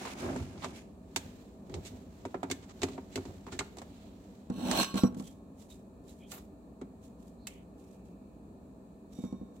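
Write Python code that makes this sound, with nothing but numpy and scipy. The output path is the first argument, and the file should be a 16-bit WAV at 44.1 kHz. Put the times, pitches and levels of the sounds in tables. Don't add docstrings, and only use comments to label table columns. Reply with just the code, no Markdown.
import sys
import numpy as np
from scipy import signal
from scipy.fft import rfft, irfft
from scipy.io import wavfile
from scipy.ndimage import uniform_filter1d

SR = 44100
rng = np.random.default_rng(int(sys.argv[2]) if len(sys.argv) > 2 else 0)


def store_pcm(level_fs):
    pcm = np.round(np.clip(level_fs, -1, 1) * 32767).astype(np.int16)
    wavfile.write(sys.argv[1], SR, np.atleast_2d(pcm).T)


N = 423360
TIME = np.arange(N) / SR
STEPS = np.arange(0, N / SR, 0.001)

# (time [s], hollow body level [dB], wall level [dB], crack level [dB],
# sharp edge against the crack [dB], favoured wall mode [Hz])
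KNOCKS = [(0.052, -39.5, -39, -40, -20.5, 907), (0.3624, -38, -44.5, -42, -15, 641),
          (0.6445, -45.5, -28.5, -32, -26, 1090), (0.66, -38.5, -48, -64, -14.5, 700),
          (1.1611, -33.5, -33.5, -19.5, -13.5, 883), (1.696, -41.5, -54.5, -54, -27, 770),
          (1.7412, -39.5, -47.5, -34.5, -36.5, 1050), (2.2523, -34, -34, -40, -21, 759),
          (2.3437, -32.5, -30, -51, -25.5, 643), (2.4308, -31.5, -28.5, -39.5, -14.5, 720),
          (2.5009, -36, -41, -34, -26.5, 650), (2.5127, -33, -40.5, -23.5, -15.5, 2202),
          (2.8177, -37.5, -41, -29.5, -28.5, 3080), (2.832, -22.5, -30.5, -22, -21.5, 1180),
          (2.8853, -39.5, -44.5, -43.5, -17.5, 1100), (2.979, -36, -39.5, -56, -23.5, 808),
          (3.1571, -32, -39.5, -28, -16, 2790), (3.1762, -29.5, -41.5, -45, -12.5, 960),
          (3.2531, -40.5, -49, -46, -25.5, 800), (3.467, -47.5, -45, -48.5, -20.5, 1140),
          (3.5226, -43.5, -49, -40.5, -23, 1500), (3.5906, -39.5, -34.5, -21.5, -23.5, 2270),
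          (3.6074, -38.5, -33.5, -50.5, -17, 1368), (3.7703, -44.5, -45.5, -47, -10.5, 690),
          (3.7848, -48, -45.5, -38.5, -20.5, 750), (3.817, -51.5, -39.5, -46, -12, 655),
          (6.3176, -50, -48, -37, -9, 1481), (6.338, -63.5, -51, -52.5, -6, 2810),
          (6.381, -59.5, -53, -54, -8, 1096), (6.8138, -35.5, -47.5, -51.5, -17.5, 546),
          (7.4702, -76.5, -40, -34.5, -6.5, 2820)]
# (frequency [Hz], level [dB], time to fall 60 dB [s])
JAR_MODES = [(97.57, -7.5, 0.1596), (174, -11, 0.16), (264.54, 1, 0.1163), (350.7, -7.5, 0.14),
             (388.6, 5, 0.0718), (460.3, -4, 0.084)]
# (frequency [Hz], level [dB], time to fall 60 dB [s])
WALL_MODES = [(564.5, -11.5, 0.062), (708.6, 3, 0.027), (936, 2.5, 0.075), (1073, 8.5, 0.042),
              (1172, 13.5, 0.025), (1410, 0.5, 0.095), (1764.5, -2, 0.22), (2146, 1, 0.067),
              (2603, -17, 0.03), (2646, -9.5, 0.067), (2954, -10, 0.043)]
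# (frequency [Hz], level [dB per Hz])
SHELL_COLOUR = [(300, 13), (500, 5.5), (750, 7.5), (1150, 2.5), (1700, -6), (2150, -3.5), (2600, -7),
                (3200, -7), (4000, -6.5), (5200, -11.5), (7700, -6), (9000, -15), (15500, -24)]
KNOCK_LENGTH = 0.854
CLACK_BODY_SHARE = 0.28
CHATTER_S, CHATTER_DB = 0.009, -13.5

# (time [s], length [s], lowest frequency [Hz], highest frequency [Hz], level [dB])
SCRAPES = [(0.046, 0.0603, 910, 4440, -48), (0.575, 0.02, 890, 6040, -57), (0.619, 0.056, 890, 4200, -46.5),
           (1.848, 0.0538, 2220, 15200, -52), (2.623, 0.037, 1000, 8450, -61.5),
           (2.689, 0.0407, 790, 8000, -58), (2.909, 0.068, 2000, 8500, -63),
           (3.114, 0.0635, 1950, 8500, -63), (3.472, .03, 700, 2420, -52), (3.514, 0.0525, 1220, 8360, -53),
           (3.882, 0.35, 2300, 4600, -74.5), (6.316, 0.086, 11100, 16100, -56), (6.32, 0.1, 597, 4500, -58),
           (7.469, 0.177, 2130, 3236, -67.5), (7.698, 0.88, 2318, 2700, -85)]

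# (time [s], length [s], level [dB], start frequency [Hz], end frequency [Hz])
SHOVES = [(0.015, 0.136, -42.5, 607, 427), (0.237, 0.1894, -33, 416, 110), (0.462, 0.28, -44.5, 200, 230),
          (0.652, 0.018, -42.5, 297, 260)]
SHOVE_RISE_S, SHOVE_FALL_S, JUDDER_DB_PER_OCTAVE = 0.1215, 0.073, 7
# (frequency [Hz], level [dB per Hz])
SCUFF_COLOUR = [(29, -44), (50, -2), (96, 5), (216, -12), (256, 2.5), (310, -10.5), (358, -2), (423, -15),
                (652, -11), (1970, -23.5), (2170, -20.5), (4670, -30), (7020, -28), (15500, -45.5)]

# (time [s], length [s], level [dB], time to fall 20 dB [s])
BRUSHES = [(0.005, 0.134, -48.5, 0.0031), (0.193, 0.052, -49, 0.2), (0.268, 0.111, -53, 0.2623),
           (0.427, 0.062, -60.5, 0.48), (0.635, 0.0073, -50.5, 0.14), (0.759, 0.0254, -54.5, 0.0772)]
BRUSH_RISE_S = 0.0764
# (time [s], length [s], low rumble level [dB], rustle level [dB])
GRIPS = [(0.842, 0.033, -58, -81), (1.205, 0.095, -48.5, -63.5), (1.736, 0.057, -43.5, -67),
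         (1.846, 0.0236, -42.5, -63), (2.133, 0.185, -58.5, -69.5), (2.471, 0.25, -50, -70),
         (2.829, 0.027, -44, -62), (3.151, 0.135, -46.5, -64), (3.529, 0.058, -46.5, -62.5),
         (3.798, 0.222, -58.5, -69), (4.183, 0.173, -61, -71.5)]
GRIP_RISE_S, GRIP_FALL_S = 0.196, 0.401
# (frequency [Hz], level [dB per Hz])
RUSTLE_COLOUR = [(500, 4.5), (1500, 2), (2600, 0.5), (4000, -0.5), (5000, -5), (7600, -1.5), (9200, -12),
                 (15500, -10)]
# (time [s], length [s], level [dB])
WIPES = [(5.191, 0.0029, -57), (5.242, 0.034, -59.5), (5.604, 0.0104, -60.5), (5.712, 0.0081, -60.5),
         (6.078, 0.019, -62), (6.128, 0.086, -73.5), (6.318, 0.011, -51.5), (6.357, 0.0116, -59.5),
         (7.042, 0.0092, -66), (7.203, 0.087, -72), (7.503, 0.041, -68.5), (7.795, 0.037, -70.5),
         (7.874, 0.073, -72), (8.06, 0.015, -75), (9.133, 0.127, -66), (9.554, 0.0203, -73)]
WIPE_RISE_S, WIPE_FALL_S = 0.0393, 0.092
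# (frequency [Hz], level [dB per Hz])
FINGER_COLOUR = [(1200, -11.5), (2200, -4.5), (3400, -2.5), (5000, -6), (7500, 1.5), (9500, -5.5),
                 (14500, -8)]
# (time [s], length [s], start frequency [Hz], end frequency [Hz], level [dB])
SQUEAKS = [(5.22, 0.1074, 3252, 3239, -66.5), (5.597, 0.042, 3750, 3522, -73),
           (5.69, 0.057, 3766, 3640, -60.5), (6.068, 0.0576, 3850, 3900, -68.5),
           (6.178, 0.1325, 3157, 3290, -68), (6.183, 0.098, 2300, 2544, -68),
           (7.349, 0.2, 4194, 4350, -74.5)]

# (time [s], thud level [dB], hardness of the contact [dB])
THUDS = [(4.5, -28.5, -9), (4.583, -35, -18), (4.941, -28, -16), (4.956, -31, 3), (5.0349, -15, -10),
         (5.125, -37.5, -16), (5.168, -35.5, -17.5), (5.198, -35.5, 0), (9.187, -36, -20.5),
         (9.238, -30.5, -15.5), (9.326, -33.5, -16), (9.413, -36.5, -30)]
# (frequency [Hz], level [dB], time to fall 60 dB [s])
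COUNTER_MODES = [(118.4, -16, 0.15), (202.4, -1.5, 0.1), (245.7, 2, 0.077), (301.4, -4, 0.044),
                 (380, -16.5, 0.07), (475.2, -10.5, 0.0736), (737, -25, 0.0428)]
CLACK_GROWTH = 0.44
# (time [s], level [dB])
CATCHES = [(4.7133, -27.5), (4.812, -37.5), (4.83, -30), (4.845, -34), (4.942, -42.5), (5.146, -55.5)]

# (time [s], length [s], friction level [dB], wall ringing level [dB], ringing's time to fall 20 dB [s])
SLIDES = [(4.53, 0.282, -30.5, 2, 0.1348), (4.931, 0.0491, -37.5, -2, 0.7076)]
SLIDE_RISE_S, SLIDE_STOP_S = 0.03, 0.0426
TIPPED_S, TIPPING_S = 4.95, 0.016
SEATED_S, SEATING_S, SEATED_DB = 5.078, 0.025, -35
# (frequency [Hz], level [dB per Hz])
DRAG_COLOUR = [(59, -48.5), (100, -11), (248, 16), (420, -10.5), (640, -7), (898, -8), (1090, -17.5),
               (1920, -21.5), (3930, -20.5), (4190, -18.5), (4660, -27.5), (8060, -22), (8770, -24),
               (13100, -27.5), (15500, -25)]
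GRIT_PER_S, GRIT_SPREAD_DB = 140, 7
# (frequency [Hz], level while sliding [dB], level while tipped on the rim's edge [dB])
STEEL_MODES = [(1098, -43, -46), (1378, -58, -55), (1568, -53, -64), (2330, -64, -66), (2501, -55, -69),
               (2653, -51, -65), (2736, -50, -67), (2840, -56, -78), (2982, -54, -72), (3032, -52, -71),
               (3235, -56, -78), (3402, -57, -78), (3720, -54, -80), (3844, -53, -70), (3951, -61, -58),
               (4203, -45, -63), (5001, -59, -65), (5762, -59, -54), (5858, -52, -66), (6095, -53, -78),
               (7583, -57, -72), (7855, -53, -62), (8142, -62, -59), (8212, -54, -69), (10148, -63, -73),
               (10907, -66, -76), (12706, -60, -80), (12938, -66, -62), (13200, -64, -63),
               (15434, -66, -76)]
# (time [s], length [s], level [dB])
SHIMMERS = [(5.213, 0.0176, -14.5), (9.129, 0.0895, -3)]
SHIMMER_RISE_S, SHIMMER_FALL_S = 0.053, 0.29
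# (frequency [Hz], level [dB])
SHIMMER_MODES = [(1077, -66), (2280, -75), (3682, -67), (5715, -71), (5990, -80), (7364, -74), (7810, -80)]

# (frequency [Hz], level [dB per Hz])
AIR_COLOUR = [(15, -57.5), (25, -32.5), (44, -10), (69, -6), (134, -13.5), (192, -2.5), (222, -4.5),
              (290, -6), (353, -17.5), (386, -8), (415, -14.5), (462, -14), (1210, -29.5), (1560, -41.5),
              (1800, -35), (2340, -80.5), (3960, -120)]
# (frequency [Hz], level [dB per Hz])
HISS_COLOUR = [(1000, -12.5), (1900, -14.5), (2250, -0.5), (2480, 3.5), (2750, -4), (3200, -8), (4200, 0),
               (5200, -12), (7500, -0.5), (9500, -9), (15500, -11)]
AIR_DB, HISS_DB = -52, -76.5
# (frequency [Hz], level [dB])
HUM = [(59.2, -65), (199.2, -63.5), (646, -71.5), (708, -84)]
# (frequency [Hz], time to fall 60 dB [s])
KITCHEN_DECAY = [(100, 0.925), (250, 0.48), (1000, 0.47), (4000, 0.37), (8000, 0.254), (15000, 0.46)]
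# (frequency [Hz], correlation [-1 to 1])
PORT_LIKENESS = [(60, 0.94), (300, 0.95), (600, 0.62), (1200, -0.14), (2500, -0.03), (15000, 0)]
# (frequency [Hz], left minus right [dB])
SIDE_DB = [(60, 0), (200, -2.5), (400, 1.5), (700, -8.5), (1200, 1.5), (2400, 1), (4400, -11.5), (7400, -8),
           (9000, 0), (15000, 3.5)]
EDGE_HZ = 15900


def knocks():
    out, t = np.zeros((2, N)), np.arange(2 ** 13) / SR
    for s, body_db, wall_db, crack_db, edge_db, favoured_hz in KNOCKS:
        modes = [(hz * rng.uniform(0.97, 1.04), db + rng.normal(0, 1.5), t60 * KNOCK_LENGTH)
                 for hz, db, t60 in JAR_MODES]
        body = ring(modes, t, rise=0.00577, lag_s=0.000117)
        clack = chatter(burst(t, 429, 2403, t60=0.0893 * KNOCK_LENGTH))
        crack = chatter(burst(t, 1640, 8400, t60=0.0612 * KNOCK_LENGTH))
        edge = burst(t, 6450, 16000, t60=0.072 * KNOCK_LENGTH)
        clack_db = wall_db + CLACK_BODY_SHARE * (body_db - wall_db)
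        add(out, s, gain_of(body_db - 2.0) * body)
        add(out, s, gain_of(wall_db - 4.5) * wall(t, favoured_hz, KNOCK_LENGTH))
        add(out, s, gain_of(clack_db - 5.5) * clack)
        add(out, s, gain_of(crack_db - 8.0) * crack)
        add(out, s, gain_of(crack_db + edge_db + 0.36) * edge)
    return out


def wall(t, favoured_hz, length, spread=0.1855):
    out = np.zeros((2, len(t)))
    for hz, db, t60 in WALL_MODES:
        share = 1 / (1 + (np.log(hz / favoured_hz) / spread) ** 4)
        port_phase = rng.uniform(0.1, 1, (2, 1)) * hz / 1500
        decay = np.exp(-np.log(1000) * t / (t60 * length))
        out += share * gain_of(db) * decay * np.sin(2 * np.pi * hz * t + port_phase)
    return peaked(out * (1 - np.exp(-t / 0.00048)))


def chatter(blow):
    out = blow.copy()
    delay_s = CHATTER_S * rng.uniform(0.6, 1.4)
    add(out, delay_s, gain_of(CHATTER_DB) * blow[::-1])
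    return out


def scrapes(grain_db=1.5):
    out, slips = np.zeros((2, N)), wander(250)
    for s, length, lo_hz, hi_hz, db in SCRAPES:
        size = int(max(length, 0.01) * SR)
        arch = np.sin(np.pi * np.linspace(0, 1, size) ** 0.596)
        pressure = arch * gain_of(grain_db * slips[int(s * SR):][:size])
        rasp = band(noise(SHELL_COLOUR, size=size) * pressure, lo_hz, hi_hz)
        add(out, s, gain_of(db) * evened(rasp))
    return out


def base():
    shudder = judder(centre_hz=100.7) * friction(SCUFF_COLOUR, 55, 169, grain_db=2.25)
    drag = judder(centre_hz=306) * friction(SCUFF_COLOUR, 144, 526, grain_db=0.5)
    scuff = judder(centre_hz=938.5) * friction(SCUFF_COLOUR, 440, 1900, grain_db=3)
    return gain_of(-3.0) * shudder + gain_of(-4.38) * drag + gain_of(-0.38) * scuff


def judder(centre_hz):
    swells = []
    for s, length, db, start_hz, end_hz in SHOVES:
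        judder_hz = start_hz + (end_hz - start_hz) * progress(s, length)
        octaves = np.log2(judder_hz / centre_hz)
        swells.append(db + swell(s, length, SHOVE_RISE_S, SHOVE_FALL_S) - JUDDER_DB_PER_OCTAVE * abs(octaves))
    return level(swells)


def palm():
    brush = level([db + swell(s, length, BRUSH_RISE_S, fall_s) for s, length, db, fall_s in BRUSHES])
    return gain_of(-1.27) * brush * friction(SCUFF_COLOUR, 1673, 17000, grain_db=1.36)


def grips():
    rumble = level([db + swell(s, length, GRIP_RISE_S, GRIP_FALL_S) for s, length, db, _ in GRIPS])
    rustle = level([db + swell(s, length, GRIP_RISE_S, GRIP_FALL_S) for s, length, _, db in GRIPS])
    out = gain_of(-3) * rumble * friction(SCUFF_COLOUR, 43.85, 754.4, grain_db=5, slips=19.6)
    return out + gain_of(1.71) * rustle * friction(RUSTLE_COLOUR, 807, 16000, grain_db=1.39, slips=94)


def fingers():
    wipe = level([db + swell(s, length, WIPE_RISE_S, WIPE_FALL_S) for s, length, db in WIPES])
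    return gain_of(-0.22) * wipe * friction(FINGER_COLOUR, 1000, 14800, grain_db=3.0, slips=108)


def squeaks(jitter=0.0552):
    out, unsteady = np.zeros((2, N)), wander(910)
    for s, length, start_hz, end_hz, db in SQUEAKS:
        size = int(max(length, 0.01) * SR)
        hz = np.linspace(start_hz, end_hz, size) * (1 + jitter * unsteady[int(s * SR):][:size])
        tone = np.sqrt(2) * np.sin(2 * np.pi * np.cumsum(hz) / SR)
        add(out, s, gain_of(db) * (np.hanning(size) * tone)[None])
    return out


def thuds():
    out, t = np.zeros((2, N)), np.arange(2 ** 13) / SR
    for s, db, hardness_db in THUDS:
        add(out, s, gain_of(db + 1) * ring(COUNTER_MODES, t, rise=0.00288, lag_s=0.00043))
        add(out, s, gain_of(db + CLACK_GROWTH * hardness_db - 16.0) * burst(t, 450, 1610, t60=0.128))
        add(out, s, gain_of(db + hardness_db - 16.0) * burst(t, 2300, 10020, t60=0.03))
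    return out


def catches():
    out, t = np.zeros((2, N)), np.arange(2 ** 13) / SR
    for s, db in CATCHES:
        add(out, s, gain_of(db) * burst(t, 899.5, 15000, t60=0.036))
    return out


def tumbler():
    boom = ring(COUNTER_MODES, np.arange(2 ** 13) / SR, rise=0.0013, lag_s=0.0004)
    booming = evened(signal.oaconvolve(rng.standard_normal((1, N)), boom)[:, :N])
    grinding = friction(DRAG_COLOUR, 422.4, 1800, grain_db=1.0)
    rasp = friction(DRAG_COLOUR, 1600, 16000, grain_db=1.5, slips=200) + gain_of(-11.5) * grit()
    scraping = through_wall(rasp, width_hz=60, valley_db=-13.5)
    out = gain_of(-5.5) * sliding(build_db=16.5, bend=5.24) * booming
    out += gain_of(-2.59) * sliding(build_db=32.5, bend=2.15) * grinding
    out += gain_of(0.17) * sliding(build_db=33.5, bend=1.023) * scraping
    tipped = progress(TIPPED_S, TIPPING_S)
    return out + steel(STEEL_MODES, singing(build_db=31.5), tipped, width_hz=7, flutter_db=3.5)


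def shimmer():
    swells = [db + swell(s, length, SHIMMER_RISE_S, SHIMMER_FALL_S) for s, length, db in SHIMMERS]
    tipped = progress(TIPPED_S, TIPPING_S)
    return steel(SHIMMER_MODES, np.max(swells, axis=0), tipped, width_hz=8.26, flutter_db=2, lag_cycles=139)


def sliding(build_db, bend):
    swells = []
    for s, length, db, _, _ in SLIDES:
        still_missing_db = build_db * (1 - progress(s, length)) ** bend
        swells.append(db - still_missing_db + swell(s, length, SLIDE_RISE_S, SLIDE_STOP_S))
    return level(swells)


def singing(build_db):
    swells = []
    for s, length, _, db, ring_s in SLIDES:
        still_missing_db = build_db * (1 - progress(s, length))
        swells.append(db - still_missing_db + swell(s, length, SLIDE_RISE_S, ring_s))
    return np.max(swells, axis=0) + SEATED_DB * progress(SEATED_S, SEATING_S)


def steel(modes, drive_db, tipped, width_hz, flutter_db, lag_cycles=0):
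    out = np.zeros((2, N))
    live = np.interp(TIME, STEPS, drive_db) > -80
    for hz, *dbs in modes:
        jogs = rng.standard_normal(len(STEPS))
        drift = np.cumsum(jogs) * np.sqrt(2 * np.pi * abs(width_hz) * STEPS[1])
        flutter = flutter_db * evened(uniform_filter1d(rng.standard_normal(len(STEPS)), size=24))
        response = min((hz / 3000) ** 0.243, 1.2)
        driven_db = response * np.interp(STEPS - lag_cycles / hz, STEPS, drive_db)
        mix = (1 - tipped) * gain_of(dbs[0]) + tipped * gain_of(dbs[-1])
        strength = mix * gain_of(driven_db + flutter)
        envelope = np.interp(TIME[live], STEPS, strength * np.exp(1j * drift))
        mode = envelope * np.exp(2j * np.pi * hz * TIME[live])
        port_phase = rng.choice([-1, 1]) * min(hz / 2000, np.pi / 2)
        out[:, live] += np.sqrt(2) * np.array([mode.real, (mode * np.exp(1j * port_phase)).real])
    return out


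def grit():
    size_db = GRIT_SPREAD_DB * np.minimum(rng.exponential(1, N), np.pi)
    ticks = (rng.random(N) < GRIT_PER_S / SR) * gain_of(size_db)
    tick = burst(np.arange(2 ** 10) / SR, 1000, 14000, t60=0.0037)
    return evened(signal.oaconvolve(ticks[None], tick, axes=1)[:, :N])


def through_wall(x, width_hz, valley_db, contrast=0.36):
    f = np.fft.rfftfreq(N, 1 / SR)
    loudest_db = max(db for _, db, _ in STEEL_MODES)
    peaks = np.max([gain_of(contrast * (db - loudest_db)) / (1 + ((f - hz) / width_hz) ** 2)
                    for hz, db, _ in STEEL_MODES], axis=0)
    return evened(irfft(rfft(x) * (gain_of(valley_db) + peaks), N))


def background():
    air = gain_of(AIR_DB) * evened(noise(AIR_COLOUR) * gain_of(0.32 * wander(6.9)))
    hiss = gain_of(HISS_DB) * noise(HISS_COLOUR)
    hum = sum(gain_of(db) * np.sqrt(2) * np.sin(2 * np.pi * hz * TIME + 0.664 * wander(0.88))
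              for hz, db in HUM)
    return air + hum + hiss


def kitchen(x):
    flat = noise([(20, 0), (20000, 0)], size=2 ** 15)
    hz, t, z = signal.stft(flat, SR, nperseg=256)
    decay = np.exp(-np.log(1000) * t / read(KITCHEN_DECAY, hz)[:, None])
    onset = 1 - np.exp(-t / 0.0016)
    tail = signal.istft(z * decay * onset, SR, nperseg=256)[1]
    return signal.oaconvolve(x, tail / np.linalg.norm(tail[0]), axes=1)[:, :N]


def ring(modes, t, rise, lag_s):
    arrival = t - np.array([[lag_s], [0]])
    wave = sum(gain_of(db) * np.exp(-np.log(1000) * t / t60) * np.sin(2 * np.pi * hz * arrival)
               for hz, db, t60 in modes)
    return peaked(wave * (1 - np.exp(-t / rise)))


def burst(t, lo_hz, hi_hz, t60):
    decay = np.exp(-np.log(1000) * t / t60)
    return peaked(band(noise(SHELL_COLOUR, size=len(t)) * decay, lo_hz, hi_hz))


def friction(colour, lo_hz, hi_hz, grain_db, slips=150):
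    return evened(band(noise(colour) * gain_of(grain_db * wander(slips)), lo_hz, hi_hz))


def noise(colour, size=N):
    a, b = rfft(rng.standard_normal((2, size)))
    hz = np.fft.rfftfreq(size, 1 / SR)
    same = np.clip(read(PORT_LIKENESS, hz), -1, 1)
    ports = np.array([a, same * a + np.sqrt(1 - same ** 2) * b])
    return evened(irfft(ports * gain_of(read(colour, hz)), size))


def wander(rate):
    smoothing = 1 + (np.fft.rfftfreq(N, 1 / SR) / rate) ** 2
    return evened(irfft(rfft(rng.standard_normal(N)) / smoothing ** 2, N))


def progress(s, length):
    return np.clip((STEPS - s) / max(length, 1e-3), 0, 1)


def swell(s, length, rise_s, fall_s):
    before, after = np.maximum(s - STEPS, 0), np.maximum(STEPS - s - length, 0)
    return -20 * (before / rise_s + after / fall_s)


def level(swells):
    return np.interp(TIME, STEPS, gain_of(np.maximum(np.max(swells, axis=0), -200)))


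def lean(x, amount):
    lean_db = amount * read(SIDE_DB, np.fft.rfftfreq(N, 1 / SR)) / 2
    return irfft(rfft(x) * gain_of([lean_db, -lean_db]), N)


def band(x, lo_hz, hi_hz):
    sos = signal.butter(3, [lo_hz, min(hi_hz, SR / 2 - 1)], "band", fs=SR, output="sos")
    return signal.sosfilt(sos, x)


def read(points, hz):
    f, value = np.transpose(points)
    return np.interp(np.log(hz + 1), np.log(f + 1), value)


def gain_of(db):
    return 10 ** (np.asarray(db) / 20)


def evened(x):
    return x / np.sqrt(np.mean(x ** 2) + 1e-20)


def peaked(x):
    return x / np.sqrt(uniform_filter1d(np.mean(x ** 2, 0), size=256).max() + 1e-20)


def add(mix, s, sound):
    part = mix[:, max(round(s * SR), 0):][:, :sound.shape[1]]
    part += sound[:, :part.shape[1]]


def scene():
    jar_blows = knocks() + scrapes()
    jar_rubs = base() + palm() + grips() + fingers() + squeaks()
    cup = thuds() + catches() + tumbler() + shimmer()
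    near = lean(jar_blows, amount=0.814) + lean(jar_rubs, amount=0.806) + lean(cup, amount=0.97)
    echo = kitchen(gain_of(-15) * jar_blows + gain_of(-12.5) * jar_rubs + gain_of(-14.5) * cup)
    return near + echo + background()


def record(dry):
    thinned = signal.sosfilt(signal.butter(2, 42, "high", fs=SR, output="sos"), dry)
    treble_cut = signal.firwin(511, EDGE_HZ, window=("kaiser", 9), fs=SR)
    return signal.oaconvolve(thinned, treble_cut[None], "same")


dry = scene()
out = record(dry)
store_pcm(out)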